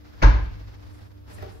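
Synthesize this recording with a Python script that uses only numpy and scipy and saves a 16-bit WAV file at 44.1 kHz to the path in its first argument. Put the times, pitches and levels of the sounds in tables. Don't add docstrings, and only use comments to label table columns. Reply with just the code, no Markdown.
import sys
import numpy as np
from scipy import signal
from scipy.fft import rfft, irfft, next_fast_len
from scipy.io import wavfile
from scipy.ndimage import map_coordinates

SR = 44100
rng = np.random.default_rng(int(sys.argv[2]) if len(sys.argv) > 2 else 0)


def wav_out(sig):
    wavfile.write(sys.argv[1], SR, np.round(np.clip(np.atleast_2d(sig).T, -1, 1) * 32767).astype(np.int16))


N = 70560

# pitch in Hz, relative level in dB, head start of the left channel in radians.
FRIDGE_TONES = [(70.5, -53.5, 0.22), (100.5, -50, 0.2), (298.4, -57.5, 1.64), (481, -70, 1.8),
                (602, -69.5, 2.2), (906, -76, 1.8)]
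# frequency in Hz, relative level in dB.
RUMBLE_COLOUR = [(15, -45.5), (30, 1), (48, 10.5), (70, 12), (85, 15.5), (100, 13), (115, -44.5),
                 (140, -39.5)]
# frequency in Hz, relative level in dB.
AIR_COLOUR = [(100, -29.5), (130, 4.5), (250, 3.5), (400, -4), (800, -25), (1200, -14.5), (2000, -30.5),
              (4000, -38.5), (6300, -33), (10000, -21), (15000, -23)]
# time in seconds, dull cloth level in dB, bright cloth level in dB.
RUSTLE_LEVELS = [(0, -58, -110.5), (0.199, -51, -94), (0.861, -54.5, -71.5), (.95, -55.5, -61),
                 (1.009, -53.5, -66), (1.07, -59, -71), (1.16, -61.5, -86), (1.25, -64, -91),
                 (1.288, -56.5, -63), (1.316, -49, -56), (1.35, -52, -47), (1.381, -50, -60),
                 (1.432, -45, -64.5), (1.47, -51.5, -69), (1.521, -53.5, -60), (1.6, -63, -64)]
# frequency in Hz, relative level in dB.
DULL_CLOTH_COLOUR = [(200, 16), (500, 9), (1500, 7), (3000, -1), (5200, -0.5), (6000, -6.5), (9000, -13)]
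# frequency in Hz, relative level in dB.
BRIGHT_CLOTH_COLOUR = [(3000, -39), (6000, -14.5), (8500, 6.5), (12000, -6), (15500, -25.5)]
# frequency in Hz, time to fall by 60 dB in seconds.
KITCHEN_DECAY = [(100, 1), (300, 0.44), (1000, 0.44), (3000, 0.62), (6000, 0.43), (12000, 0.11)]
# frequency in Hz, relative level in dB.
CRACK_COLOUR = [(100, 12), (400, 0.5), (1500, -0.5), (3000, -9), (6500, -18.5), (8500, -41), (11000, -30.5),
                (12500, -29), (13500, -36.5), (15700, -46.5)]
# time of the burst's peak in seconds, level in dB,
# favoured pitch in Hz, crack level against the body in dB, burst length in seconds.
OBJECT_TAPS = [(.99, -48, 1480, -8, .025), (1.298, -47, 760, -20, 0.016), (1.32, -46.5, 1200, -12, .03),
               (1.385, -39, 1800, -24, 0.014), (1.402, -62, 1950, -23, 0.014),
               (1.426, -29, 810, -17, 0.011), (1.445, -41.5, 400, -36, 0.02), (1.463, -38, 680, -12, .012),
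               (1.522, -60.5, 13000, -2, .008), (1.55, -42.5, 558, -13, .03)]
# pitch in Hz, width in Hz, relative level in dB.
OBJECT_MODES = [(359, 25, 13), (451, 20, 12), (603, 16, 8.5), (783, 55, 4), (1330, 60, -16),
                (1810, 140, -5.5), (2050, 88, -36), (2460, 150, -7.5), (4450, 470, -24),
                (13500, 2000, -3.5)]
# time of the burst's peak in seconds, level in dB,
# favoured pitch in Hz, crack level against the body in dB, burst length in seconds.
DOOR_CLACKS = [(.222, -22.5, 1930, -10, 0.019), (.227, -10.5, 1670, 22.5, 0.013),
               (.231, -16, 1640, -19, .01), (.235, -7, 1400, -7.5, .01), (.245, -12, 1606, -3.5, .008),
               (.262, -26, 1826, -10.5, 0.022), (.275, -23.5, 289, -14, .03), (.287, -27.5, 1000, -9, .03),
               (.305, -29, 1053, 4, 0.013), (.33, -49, 1526, 5.5, 0.005), (.35, -27.5, 654, -42.5, .02),
               (.368, -37.5, 1086, -24.5, .012), (.42, -44, 170, -9, 0.049), (.43, -73.5, 1210, 3, 0.037)]
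# pitch in Hz, width in Hz, relative level in dB.
PANEL_MODES = [(164, 50, 6), (223, 24, -5), (300.7, 38, 9.5), (335, 16, -8), (569, 47, 3.5), (604, 19, -1),
               (773, 93, -8.5), (899, 33, 11), (1026, 54, 4.5), (1122, 27, -8), (1220, 56, -7),
               (1631, 92, 1.5), (2143, 600, -9), (2610, 950, -7.5)]
# start in seconds, strength in dB.
DOOR_BLOWS = [(0.228, -6.9), (0.2345, 0.0), (0.319, -10.3), (0.4093, -23.3)]
# pitch in Hz, relative level in dB,
# time to fall by 60 dB in seconds, direction of the first swing (1 or -1).
BOOM_MODES = [(40.6, -7.0, 0.65, -1), (52.8, -5.4, 0.84, 1), (55.4, -14.0, 0.79, -1), (63.0, -9.0, 0.52, 1),
              (80.9, -27.8, 0.8, -1), (100.3, -20.4, 1.3, 1), (112.8, -22.3, 0.73, -1)]
# frequency in Hz, gain in dB.
SHARED_COLOUR = [(6000, 1), (7500, -4.5), (9300, -26), (11000, -3.5), (13000, -3.5)]
# frequency in Hz, gain in dB.
STEREO_WIDTH = [(50, -8.5), (110, 5), (200, 1), (500, 4.5), (12300, -1.5), (12900, -53.5)]

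HUM_WAVER_DB, PHASE_WAVER_RAD = 2, 0.4
WHINE_HZ, WHINE_DB = 3330, -82
RUMBLE_DB, RUMBLE_WAVER_DB = -49, 2
AIR_DB, AIR_WAVER_DB = -60, 1.2
ALIKE = 0.64
FOCUS_DB, FOCUS_FLOOR_DB = 6, -11
BODY_TOP_HZ = 9000
LAG_S, LEFT_DB = 0.00045, 1.2
CLACK_ROOM_DB, TAP_ROOM_DB = -3, -5
BOOM_ATTACK_S = 0.001
BOOM_SIDE_DB, BOOM_SIDE_S = -12, 0.0036
TOP_HZ = 15714


def amp(db):
    return 10 ** (np.asarray(db) / 20)


def unit(x):
    return x / np.sqrt(np.mean(x ** 2) + 1e-20)


def along(points, hz):
    f, v = np.transpose(points)
    return np.interp(np.log(hz + 1), np.log(f + 1), v)


def wobble(rate):
    knots = rng.standard_normal(int(N * rate / SR) + 4)
    return map_coordinates(knots, [np.arange(N) * rate / SR])


def filtered(x, response):
    m = next_fast_len(x.shape[-1] + SR // 2)
    spectrum = rfft(x, m) * response(np.fft.rfftfreq(m, 1 / SR))
    return irfft(spectrum, m)[..., :x.shape[-1]]


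def rush(colour):
    noise = rng.standard_normal((2, N))
    return unit(filtered(noise, lambda hz: amp(along(colour, hz))))


def fridge_hum():
    t = np.arange(N) / SR
    tones = np.zeros((2, N))
    for hz, db, lead in FRIDGE_TONES:
        loudness = amp(db + 1.5 + HUM_WAVER_DB * wobble(14.46))
        phase = 2 * np.pi * hz * t + [[lead], [0]] + PHASE_WAVER_RAD * wobble(8.36)
        tones += loudness * np.sin(phase)
    return tones


def motor_whine():
    t = np.arange(N) / SR
    loudness = amp(WHINE_DB + 4 * wobble(25))
    return loudness * np.sin(2 * np.pi * WHINE_HZ * t + wobble(40)) * [[1], [-1]]


def fridge_rumble():
    return amp(RUMBLE_DB + RUMBLE_WAVER_DB * wobble(5.6)) * rush(RUMBLE_COLOUR)


def room_air():
    return amp(AIR_DB + AIR_WAVER_DB * wobble(1.9)) * rush(AIR_COLOUR)


def sleeves():
    s, dull_db, bright_db = np.transpose(RUSTLE_LEVELS)
    t = np.arange(N) / SR
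    dull = amp(np.interp(t, s, dull_db) + 2.2 * wobble(60)) * rush(DULL_CLOTH_COLOUR)
    bright = amp(np.interp(t, s, bright_db) + 1.8 * wobble(120)) * rush(BRIGHT_CLOTH_COLOUR)
    return dull + bright


def kitchen_echo():
    hz, t, z = signal.stft(rng.standard_normal((2, SR // 2)), SR, nperseg=256)
    fading = z * amp(-60 * t / along(KITCHEN_DECAY, hz)[:, None])
    echo = signal.istft(fading, SR, nperseg=256)[1]
    return np.pad(echo, ((0, 0), (150, 0))) / np.linalg.norm(echo[0])


def contact_burst(length):
    t = np.arange(SR // 5) / SR
    left_right_common = rng.standard_normal((3, len(t)))
    noise = np.sqrt(ALIKE) * left_right_common[2] + np.sqrt(1 - ALIKE) * left_right_common[:2]
    return noise * (t / length) ** 2 * np.exp(-6 * t / length)


def body_response(f, modes, scatter_db, favoured_hz, crack_db):
    octaves = np.log2((f + 1) / favoured_hz)
    focus = amp(np.maximum(-FOCUS_DB * octaves ** 2, FOCUS_FLOOR_DB))
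    ringing = 0
    for k, (hz, width, db) in enumerate(modes):
        resonance = 1j * f * width / (hz * hz - f * f + 1j * f * width)
        ringing = ringing + (-1) ** k * amp(db + scatter_db[k]) * resonance
    crack = amp(crack_db + along(CRACK_COLOUR, f))
    return crack + focus / (1 + (f / BODY_TOP_HZ) ** 2) * ringing


def contacts(rows, modes, room_db):
    out = np.zeros((2, N + 2 * SR))
    lag = round(LAG_S * SR)
    balance = amp([[LEFT_DB], [-LEFT_DB]])
    for peak_s, db, favoured_hz, crack_db, length in rows:
        burst = contact_burst(length)
        scatter_db = rng.normal(0, 2.5, len(modes))
        hit = filtered(burst, lambda f: body_response(f, modes, scatter_db, favoured_hz, crack_db))
        hit = balance * hit * amp(db) / np.abs(hit).max()
        echo = amp(room_db) * signal.fftconvolve(hit, kitchen_echo(), axes=1)
        at = round((peak_s - length / 3) * SR)
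        out[:, at:at + echo.shape[1]] += echo
        out[0, at + lag:at + lag + hit.shape[1]] += hit[0]
        out[1, at:at + hit.shape[1]] += hit[1]
    return out[:, :N]


def worktop_taps():
    return contacts(OBJECT_TAPS, OBJECT_MODES, TAP_ROOM_DB)


def door_clacks():
    return contacts(DOOR_CLACKS, PANEL_MODES, CLACK_ROOM_DB)


def door_boom():
    boom = np.zeros(N)
    for start_s, strength_db in DOOR_BLOWS:
        t = np.maximum(np.arange(N) / SR - start_s, 0)
        ring = sum(sign * amp(db - 60 * t / t60) * np.sin(2 * np.pi * hz * t)
                   for hz, db, t60, sign in BOOM_MODES)
        boom += amp(strength_db) * ring * (1 - np.exp(-t / BOOM_ATTACK_S))
    side = amp(BOOM_SIDE_DB) * np.roll(boom, round(BOOM_SIDE_S * SR))
    return np.array([boom - side, boom + side])


def scene():
    door = door_clacks() + door_boom()
    handling = worktop_taps() + sleeves()
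    background = fridge_hum() + motor_whine() + fridge_rumble() + room_air()
    return door + handling + background


def record(dry):
    dry = dry / (1 + np.abs(dry / 0.98) ** 8) ** (1 / 8)
    mid = (dry[0] + dry[1]) / 2
    side = (dry[0] - dry[1]) / 2
    mid = filtered(mid, lambda hz: amp(along(SHARED_COLOUR, hz)) * (hz < TOP_HZ))
    side = filtered(side, lambda hz: amp(along(STEREO_WIDTH, hz)) * (hz < TOP_HZ))
    return np.array([mid + side, mid - side])


dry = scene()
out = record(dry)
wav_out(out)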